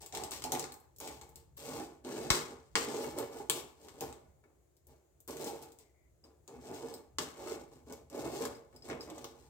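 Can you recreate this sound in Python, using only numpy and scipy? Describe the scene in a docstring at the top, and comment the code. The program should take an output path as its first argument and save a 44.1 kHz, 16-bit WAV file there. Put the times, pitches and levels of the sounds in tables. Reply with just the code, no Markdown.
"""Close in a hard kitchen: slate pieces are scooped, poured and stirred with a steel spoon in a wire strainer.
A gas flame rumbles and hisses under the whole scene; a dense run of stone clacks opens it. Hard blows near
2.3, 2.8 and 3.5 s boom in strainer and stove, the first two with a jolt of air; faint swishes pass near 4 and
6 s, another hard blow falls near 7 s and tinkling strokes close it. Filtered noise makes flame and swishes,
random impulses the heap, struck resonances the blows and rings; two microphone ports of a phone pick it up."""
import sys
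import numpy as np
from scipy import signal
from scipy.fft import rfft, irfft, next_fast_len
from scipy.io import wavfile
from scipy.ndimage import uniform_filter1d, map_coordinates

SR = 44100
rng = np.random.default_rng(int(sys.argv[2]) if len(sys.argv) > 2 else 0)


def master(y):
    """Save y as 16-bit WAV."""
    cut = np.clip(np.atleast_2d(y).T, -1, 1)
    pcm = np.round(cut * 32767)  # scale
    wavfile.write(sys.argv[1], SR, pcm.astype(np.int16))


N = 418509  # length in samples

# The flame's slow rise and fall. Each row: time in seconds, base rumble level in dB.
FLAME_LEVEL = [(0, -64.5), (1.2, -62), (1.9, -66), (3.4, -65.5), (4.9, -66.5), (6.5, -68), (9.49, -65)]
# Spectrum of the flame's rumble. Each row: frequency in Hz, relative density in dB per Hz.
RUMBLE_SPECTRUM = [(12, -55), (20, -35.5), (70, 8.5), (102, -5), (134, -1), (184, -12), (400, -34),
                   (520, -43.5), (880, -120)]
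# Spectrum of the flame's hiss. Each row: frequency in Hz, relative density in dB per Hz.
HISS_SPECTRUM = [(180, -35.5), (300, -7), (360, -2), (391, -7.5), (676, -12.5), (812, -19.5), (2630, -32),
                 (5650, -32.5), (6780, -22.5), (9770, -32), (11000, -30.5), (15800, -31.5)]
# Decay of the room. Each row: frequency in Hz, time to fall 60 dB in seconds.
KITCHEN_DECAY = [(150, 0.38), (700, 0.62), (1840, 0.52), (4850, 0.34), (12800, 0.27)]
# Likeness of the two ports in diffuse sound. Each row: frequency in Hz, left-right correlation (0 to 1).
PORT_LIKENESS = [(60, 0.55), (130, 0.96), (290, 0.43), (640, 0.065), (1400, 0.043), (15000, 0.017)]
# Colour of the two ports. Each row: frequency in Hz, left minus right in dB.
PORT_COLOUR = [(60, -1.5), (110, 6), (200, 1.5), (380, 0), (700, -6), (1290, 2.5), (2380, 6.5), (4400, 3.5),
               (8120, 4), (15000, 2.5)]
# Faint whistling swishes. 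Each row: start in seconds, end in seconds, level in dB.
SWISH_TIMES = [(4.153, 4.363, -90), (5.778, 5.943, -81), (5.935, 6.13, -82.5)]
# The stove jolts under the hardest blows. Each row: start in seconds, level in dB before the port gains.
JOLT_PUSHES = [(2.307, -14.5), (2.751, -36.5)]
# Ringing modes of spoon and stone. Each row: frequency in Hz, time to fall 60 dB in seconds.
RINGING_MODES = [(4250, 0.029), (5060, 0.056), (8060, 0.081), (14200, 0.07)]
# Short rings of the steel spoon or, near 4250 Hz, of a stone; the spot favours modes near one pitch.
# Each row: start in seconds, level at the favoured pitch in dB, favoured pitch in Hz.
RINGING_TAPS = [(.44, -37, 4250), (.72, -44, 4250), (.84, -65, 14200), (1.57, -45.5, 14200),
                (6.24, -50.5, 5400), (6.94, -30.5, 6400), (8.41, -50, 14200), (8.55, -55, 5060),
                (8.763, -52, 5060), (8.823, -49, 5060), (9.008, -41, 5060)]
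# Modes of strainer and stove. Each row: frequency in Hz, width in Hz, level in dB re the direct blow.
STRAINER_MODES = [(148.5, 5.6, 2.5), (253.4, 14, 5.5), (302.4, 18, -1.5), (355.7, 11, -1), (459.5, 22, 9),
                  (557.3, 8.3, 9), (607, 55, -4), (820, 42, -0.5), (1028, 20, -5), (1190, 9.3, -6.5),
                  (1462, 29, 1), (1727, 30, 3.5), (2210, 62, 9), (2585, 18, 10)]
# Broad thud of soft blows. Each row: frequency in Hz, relative density in dB per Hz.
THUD_SPECTRUM = [(53, -45), (90, -12), (146, -8.5), (185, -10.5), (408, 1.5), (445, -2.5), (494, -8.5),
                 (825, -9.5), (1620, -26.5), (3000, -43), (3900, -58.5), (6600, -120)]
# Hard blows on the frame. Each row: frequency in Hz, relative density in dB per Hz.
KNOCK_SPECTRUM = [(350, -37), (650, -9.5), (1100, 10), (1500, 0), (2400, -5), (3500, -13), (5000, -46)]
# Stone on stone. Each row: frequency in Hz, relative density in dB per Hz.
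STONE_SPECTRUM = [(900, -18), (1800, -9), (3000, -5), (5000, -4), (6500, -3), (8000, -1), (8700, -5.5),
                  (9300, -13), (11500, -12), (14000, -11), (15700, -13.5), (16100, -36.5), (17000, -38)]
# Each pour, blow or spoon stroke that sets the heap moving.
# Each row: start in seconds, swell in seconds, hold in seconds, rattle level in dB, boom level in dB.
HEAP_STROKES = [(0.003, .006, 0.02, -57.5, -60), (.1256, 0.015, 0.096, -55, -47.5),
                (.31, 0.016, 0.0063, -43, -50.5), (0.431, 0.012, 0.0047, -55, -45),
                (0.516, 0.0056, 0.027, -48, -41), (1.0014, 0.011, 0.089, -54.5, -51.5),
                (1.205, 0.0074, 0.019, -67, -59.5), (1.35, .01, .02, -71, -66.5),
                (1.571, 0.0096, 0.16, -56, -59.5), (1.584, 0.14, 0.082, -53, -43.5),
                (2.036, .04, 0.18, -53, -43), (2.308, 0.0095, 0.046, -37, -39.5),
                (2.48, 0.017, 0.018, -68, -52), (2.748, 0.0077, 0.026, -38, -39),
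                (2.842, .05, .19, -51, -42), (3.158, 0.022, 0.018, -51, -39.5),
                (3.305, 0.029, 0.062, -59, -47), (3.499, 0.012, 0.064, -49, -48.5),
                (3.76, 0.11, 0.01, -62, -57.5), (3.93, 0.017, 0.043, -66.5, -57),
                (4, 0.00714, 0.0083, -52, -40.5), (4.427, 0.017, 0.027, -96.5, -68.5),
                (4.858, 0.024, 0.027, -74, -64.5), (5.273, 0.0097, 0.026, -53.5, -45),
                (5.367, 0.045, 0.095, -51.5, -44.5), (5.604, 0.019, 0.012, -62, -54.5),
                (5.781, 0.0079, 0.0099, -70.5, -70), (6.232, 0.011, 0.027, -76, -61.5),
                (6.473, 0.0057, 0.078, -71, -53), (6.586, 0.099, 0.23, -58, -48.5),
                (7.182, 0.0089, 0.023, -47, -44.5), (7.31, 0.21, 0.017, -52.5, -44.5),
                (7.704, 0.024, 0.012, -68, -58), (7.858, 0.043, 0.021, -60.5, -50.5),
                (8.1, .07, 0.046, -54.5, -41.5), (8.235, .018, 0.0073, -51.5, -39),
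                (8.31, .02, 0.047, -51, -43.5), (8.38, 0.034, 0.029, -50, -39),
                (8.54, 0.016, 0.024, -76, -69), (8.716, 0.028, .015, -72, -60.5),
                (8.82, 0.047, .02, -59.5, -52.5), (8.887, 0.0069, 0.011, -68, -41.5),
                (8.992, .015, 0.022, -60.5, -52.5), (9.07, 0.0082, .015, -65, -46),
                (9.12, 0.044, 0.09, -62.5, -52.5), (9.33, 0.027, 0.1, -72, -64.5)]
# Changing colour of the stones. Each row: time in seconds, drive of the upper boom in dB re the soft drive,
# gain of the top treble in dB, level of the hollow ring in dB re the boom.
STONE_TONE = [(0, -10.5, -0.7, -2), (1.3, -8.5, 2.6, -2.5), (1.7, -10.5, 2.5, -14), (2.6, -15, -4.5, -15.5),
              (3.2, -14.5, 2.5, -9.5), (4.2, -13.5, 2.5, -11.5), (5.2, -13, 5.5, -12.5),
              (5.9, -13, 0.5, -8.5), (6.5, -16.5, 0.5, -16.5), (7.6, -9, 0, -12.5),
              (8.2, -17.5, 1.5, -20.5), (8.9, -16.5, 0.5, -26), (9.49, -15.5, 1.5, -7)]
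# Single contacts, loud and faint. Each row: start in seconds, crack peak in dB before the snap and treble
# gain, knock drive in dB re that peak (before the boom gain), brightness in dB per octave (held within 9
# either way).
CLACK_BLOWS = [(0.0183, -37.5, -33, 6.5), (0.0619, -33.5, -13, 6), (0.125, -31.5, -32, 1),
               (0.15, -22.5, -11.5, 0.5), (.173, -22.5, -14, -1), (0.2368, -24, -29, 3),
               (0.3099, -27, -23, 6), (0.3177, -28, -7.5, 1), (0.4215, -28, -10.5, -0.5),
               (0.4401, -21.5, -17, -0.5), (0.5206, -18, -16, 3.5), (.55, -24, -15, -2),
               (0.5955, -20.5, -21, 2.5), (0.6265, -30, -14, -1.5), (0.6412, -27.5, -6.5, -2.5),
               (0.7223, -35, -12, 16), (.7412, -39, -31, 15), (.801, -48.5, -34, 9), (0.963, -45.5, -40, 9),
               (.9852, -39, -29, 9), (1.0022, -30.5, -13, 4), (1.076, -28.5, -38, -1),
               (1.2133, -36.5, -7, -.6), (1.292, -47, -24, 9), (1.3578, -35.5, -43, 7),
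               (1.5679, -49, -26.5, 5), (2.0486, -36.5, -9, -3.5), (2.3027, -14.5, -20, -6.5),
               (2.304, -5, -8.5, -2.5), (2.7548, -8.5, -8.5, -6), (3.0444, -33.5, -1, 5),
               (3.1864, -26, -8.5, 5.5), (3.227, -37, -21, -6), (3.498, -9.5, -12.5, -0.3),
               (3.8852, -37, -8, -1.5), (4.0084, -25.5, -21, 1), (4.1269, -37, -7.5, -2.5),
               (4.4394, -61.5, 7.5, -3), (4.7677, -56, -25, 4), (4.8698, -47, -31.5, 9),
               (5.204, -47.5, -27, 7.5), (5.2774, -35, -14, 8), (5.307, -35, -26, 2.5),
               (5.3695, -32.5, -22, .6), (5.444, -30, -24, 6), (5.625, -40, -32.5, 6),
               (5.7204, -46, -24.5, 7), (5.7877, -42, -32.5, 6.5), (6.4778, -40, -16, 3.5),
               (6.9403, -37.5, -17, 8), (7.1853, -14.5, -11.5, -3), (7.4738, -37.5, 2, -1),
               (7.9246, -34.5, -18, 3), (8.1, -41.5, -12, 1), (8.4221, -27.5, -25, -1.9),
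               (8.4532, -24, -5.5, 1), (8.728, -61, 6, 3), (8.762, -46.5, -26, 6.5), (8.887, -39, -1.5, 6),
               (8.9, -30.5, -4, -13), (8.912, -34, -3, -13), (8.93, -36.5, -4, -11),
               (9.0092, -42, -24, 2.5), (9.1008, -34, -23, -1.5), (9.181, -36.5, -9, 0),
               (9.2437, -29.5, -8.5, .6)]


def amp(db):
    """Amplitude ratio of a level in dB."""
    return 10 ** (np.asarray(db) / 20)


def unit(x):
    """Scale to an RMS of 1."""
    return x / np.sqrt(np.mean(x ** 2) + 1e-20)


def along(points, hz):
    """Interpolate (Hz, value) points on a log axis."""
    f, v = np.transpose(points)
    return np.interp(np.log(hz + 1), np.log(f + 1), v)


def curves(rows):
    """One value per sample for each column after the time."""
    s, *cols = np.transpose(rows)
    return [np.interp(np.arange(N) / SR, s, c) for c in cols]


def wobble(rate):
    """A smooth random curve, rate knots a second."""
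    knots = rng.standard_normal(int(N * rate / SR) + 4)
    return map_coordinates(knots, [np.arange(N) * rate / SR])


def filtered(x, response):
    """Multiply the spectrum of x by a complex response of frequency."""
    m = next_fast_len(x.shape[-1] + 8192)
    spectrum = rfft(x, m) * response(np.fft.rfftfreq(m, 1 / SR))
    return irfft(spectrum, m)[..., :x.shape[-1]]


def resonance(f, centre, width):
    """Response of one damped mode, 1 at its centre; all in Hz."""
    return 1j * f * width / (centre ** 2 - f * f + 1j * f * width)


def causal(points, tilt_db=0):
    """Minimum-phase impulse response of a spectrum tilted in dB per octave about 6 kHz, energy 1."""
    hz = np.fft.rfftfreq(4096, 1 / SR)
    slope = tilt_db * np.log2(np.maximum(hz, 2000) / 6000)  # level below 2 kHz
    cepstrum = irfft(np.log(amp(np.maximum(along(points, hz), -70) + slope)))
    # folding the cepstrum forward puts the energy as early as possible
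    cepstrum[1:2048] *= 2
    cepstrum[2049:] = 0
    h = irfft(np.exp(rfft(cepstrum)))[:2048]
    return h / np.linalg.norm(h)


def paired(noise):
    """Two unrelated signals become left and right, alike in the bass."""
    def shares(hz):
        turn = np.arccos(np.clip(along(PORT_LIKENESS, hz), -1, 1)) / 2
        return np.array([np.cos(turn), np.sin(turn)])
    both = filtered(noise, shares)
    middle, side = both[..., 0, :], both[..., 1, :]
    return np.stack([middle + side, middle - side], axis=-2)


def motion():
    """Levels in dB of rattle and boom: each stroke swells, holds and settles; overlapping ones add."""
    settle_db_per_s = np.array([[166.5], [138]])  # rattle, boom
    trickle_db, trickle_db_per_s = -22, 56  # stragglers roll on more slowly after each stroke
    with_clack_s = 0.012  # a stroke this close to a clack is set off by it
    swell_power = 1.02  # a stroke grows from silence as this power of the time
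    t = np.arange(N) / SR
    power = np.full((2, N), 1e-12)
    for s, swell, hold, *db in HEAP_STROKES:
        clack = min((row[0] for row in CLACK_BLOWS), key=lambda c: abs(c - s))
        s = clack if abs(clack - s) < with_clack_s else s
        a = round(s * SR)
        u = t[a:a + SR] - s
        rise = np.clip(u / swell, 0, 1) ** swell_power
        after = np.maximum(u - swell - hold, 0)
        left = amp(-2 * settle_db_per_s * after) + amp(2 * (trickle_db - trickle_db_per_s * after))
        power[:, a:a + SR] += (amp(np.c_[db]) * rise) ** 2 * left
    return 10 * np.log10(power)


def burner():
    """The flame rumbles unsteadily over a faint hiss, the rumble louder while the heap moves."""
    hiss_db = -75.5  # base level, before its wobble
    # rumble dB per dB of boom, its sluggishness, the boom that leaves the rumble unchanged
    fanned, fan_s, fan_db = 0.18, 0.25, -55

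    def noise(points):
        return unit(filtered(paired(rng.standard_normal((2, N))), lambda hz: amp(along(points, hz))))
    stir = uniform_filter1d(amp(motion()[1]), round(fan_s * SR))
    stir_db = 20 * np.log10(stir + 1e-5)
    rumble_db = curves(FLAME_LEVEL)[0] + fanned * (stir_db - fan_db) + 3.1 * wobble(12)
    rumble = amp(rumble_db) * noise(RUMBLE_SPECTRUM)
    return rumble + amp(hiss_db + 0.9 * wobble(6.8)) * noise(HISS_SPECTRUM)


def kitchen(x):
    """Hard walls answer; every stretch of sound finds a new path, each frequency dying at its own speed."""
    step = SR // 5
    parts = np.pad(x, (0, -N % step)).reshape(-1, 1, step)
    hz, t, z = signal.stft(rng.standard_normal((len(parts), 2, 3 * step)), SR, nperseg=256)
    fading = amp(-60 * t / along(KITCHEN_DECAY, hz)[:, None])
    fading = fading + amp(6.0 - 60 * t / 0.057)  # a fast early decay comes before the slower tail
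    tails = paired(signal.istft(z * fading, SR, nperseg=256)[1][..., :3 * step])
    tails *= np.clip(np.arange(3 * step) / SR / 0.00073, 0, 1)  # soft onset
    wet = signal.fftconvolve(parts, tails / np.sqrt(np.mean(tails ** 2) * 3 * step), axes=2)
    out = np.zeros((2, N + 5 * step))
    for k, w in enumerate(wet):
        out[:, k * step:][:, :w.shape[1]] += w
    return out[:, :N]


def swishes():
    """Narrow noise near 2 kHz that starts softly and fades."""
    t = np.arange(N) / SR
    level = np.zeros(N)
    for a, b, db in SWISH_TIMES:
        level += amp(db) * np.interp(t, [a, a + 0.015, b - 0.05, b], [0.042, 0.93, 0.8, 0.031])
    band = lambda hz: np.exp(-((hz - 2120) / 260) ** 2)
    return level * unit(filtered(rng.standard_normal((2, N)), band))


def jolts():
    """One slow push of air per jolt, strongest at the left port; the deepest bass is not passed."""
    out = np.zeros(N + SR)
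    u = np.arange(SR // 8) / SR / 0.004
    for s, db in JOLT_PUSHES:
        out[round(s * SR):][:len(u)] += amp(db) * u * (2 - u) * np.exp(-u)
    no_deep_bass = lambda hz: (1j * hz / (36 + 1j * hz)) ** 4
    return filtered(out[:N], no_deep_bass) * amp([[3], [-9]])  # left, right


def short_rings():
    """The steel spoon or, near 4250 Hz, a stone rings briefly in decaying modes."""
    off_db_per_oct, off_most_db = 50, 18  # modes fall away from the favoured pitch, this far at most
    rough_rad = 0.046  # random phase step per sample that roughens the ring
    out = np.zeros(N + SR)
    t = np.arange(SR // 6) / SR
    for s, db, near_hz in RINGING_TAPS:
        for hz, t60 in RINGING_MODES:
            off_db = min(off_db_per_oct * abs(np.log2(hz / near_hz)), off_most_db)
            phase = 2 * np.pi * hz * t + rough_rad * np.cumsum(rng.standard_normal(len(t)))
            out[round(s * SR):][:len(t)] += amp(db - off_db - 60 * t / t60) * np.sin(phase)
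    return out[:N]


def treble(x):
    """Give the top treble, above about 9.5 kHz, its own moving level."""
    top = filtered(x, lambda hz: 1 / (1 + (9500 / (hz + 1)) ** 12))
    return x + (amp(curves(STONE_TONE)[1]) - 1) * top


def boom(soft, hard):
    """Blows ring the modes of strainer and stove, soft ones over a broad thud, hard ones higher up."""
    modes = lambda f: 1 + sum(amp(db) * resonance(f, c, w) for c, w, db in STRAINER_MODES)
    thud = signal.fftconvolve(soft, causal(THUD_SPECTRUM))[:N]
    knock = signal.fftconvolve(hard, causal(KNOCK_SPECTRUM))[:N]
    return filtered(thud + knock, modes)


def contacts(per_second, spread_db):
    """Tiny stone contacts at random moments, few large and many small, coming in clumps."""
    chance = per_second / SR * amp(3 * wobble(40))
    size = amp(spread_db * np.minimum(rng.exponential(size=N), 4)) * rng.choice([-1, 1], size=N)
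    return unit(size * (rng.random(N) < chance))


def spread_out(train):
    """Pieces lie all over the strainer: each contact reaches the far right port after its own delay."""
    at = np.flatnonzero(train)
    late = at + rng.integers(2, 11, size=len(at))
    return np.array([train, np.bincount(late, train[at], minlength=N + 16)[:N]])


def heap():
    """The stirred and poured pieces rattle together and drum on the mesh."""
    rattle_db, boom_db = motion()
    upper_db, _, hollow_db = curves(STONE_TONE)
    taps = spread_out(contacts(1500, spread_db=2.8))
    chips = spread_out(contacts(140, spread_db=3.0))  # sparser ticks of larger chips
    taps = taps + amp(-8.5) * chips
    # the modes of spoon and stone ring along
    ring_along = lambda f: 1 + amp(-7.0) * sum(resonance(f, c, 90) for c, _ in RINGING_MODES)
    stones = signal.fftconvolve(taps, causal(STONE_SPECTRUM)[None], axes=1)[:, :N]
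    rattle = unit(filtered(stones, ring_along))
    drum = unit(boom(contacts(1500, spread_db=2), amp(upper_db) * contacts(600, spread_db=2.0)))
    # pieces landing on the heap ring hollow
    hollow = filtered(contacts(300, spread_db=2.5), lambda f: resonance(f, 828.6, 170) ** 2)
    drum = drum + amp(hollow_db) * unit(hollow)
    return amp(rattle_db) * treble(rattle), amp(boom_db) * drum


def clacks():
    """Each contact is a sharp crack with a little crumbling, a thud on the mesh and a knock on the frame."""
    snap_db = -17.5  # bare edge re the crack, all pitches alike
    thud_db = -18  # drive of the thud re the crack, before the boom gain
    out, soft, hard = np.zeros(N + SR), np.zeros(N), np.zeros(N)
    t = np.arange(SR // 16) / SR
    for s, db, knock_db, tilt_db in CLACK_BLOWS:
        at = round(s * SR)
        crumbling = 0.17 * rng.standard_normal(len(t)) * amp(-60 * t / 0.0028)
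        stone = causal(STONE_SPECTRUM, np.clip(tilt_db, -9, 9))
        crack = signal.fftconvolve((t == 0) + crumbling, stone)[:len(t)]
        out[at:][:len(t)] += amp(db) * crack / np.abs(crack).max()
        out[at] += amp(db + snap_db)
        soft[at] = amp(db + thud_db)
        hard[at] = amp(db + knock_db)
    return out[:N] + amp(7.5) * boom(soft, hard)  # a blow's energy spreads over many slow cycles


def scene():
    """Stones, short rings and their echoes over jolts, flame and swishes."""
    rattle, drum = heap()
    struck, rings = treble(clacks()), short_rings()
    near = drum + struck + rings
    direct = rattle + np.array([near, np.pad(near, (5, 0))[:N]])  # the left port is nearer, by 5 samples
    echoes = kitchen(amp(-5.0) * (rattle[0] + drum) + amp(3.5) * struck + amp(-4.5) * rings)
    return direct + echoes + jolts() + burner() + swishes()


def record(dry):
    """The two ports differ in colour; nothing passes above the band limit."""
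    top_hz = 16900
    ports = lambda hz: amp(along(PORT_COLOUR, hz) * np.array([[0.5], [-0.5]]))
    return filtered(dry, lambda hz: ports(hz) * (hz < top_hz))


dry = scene()
out = record(dry)
master(out)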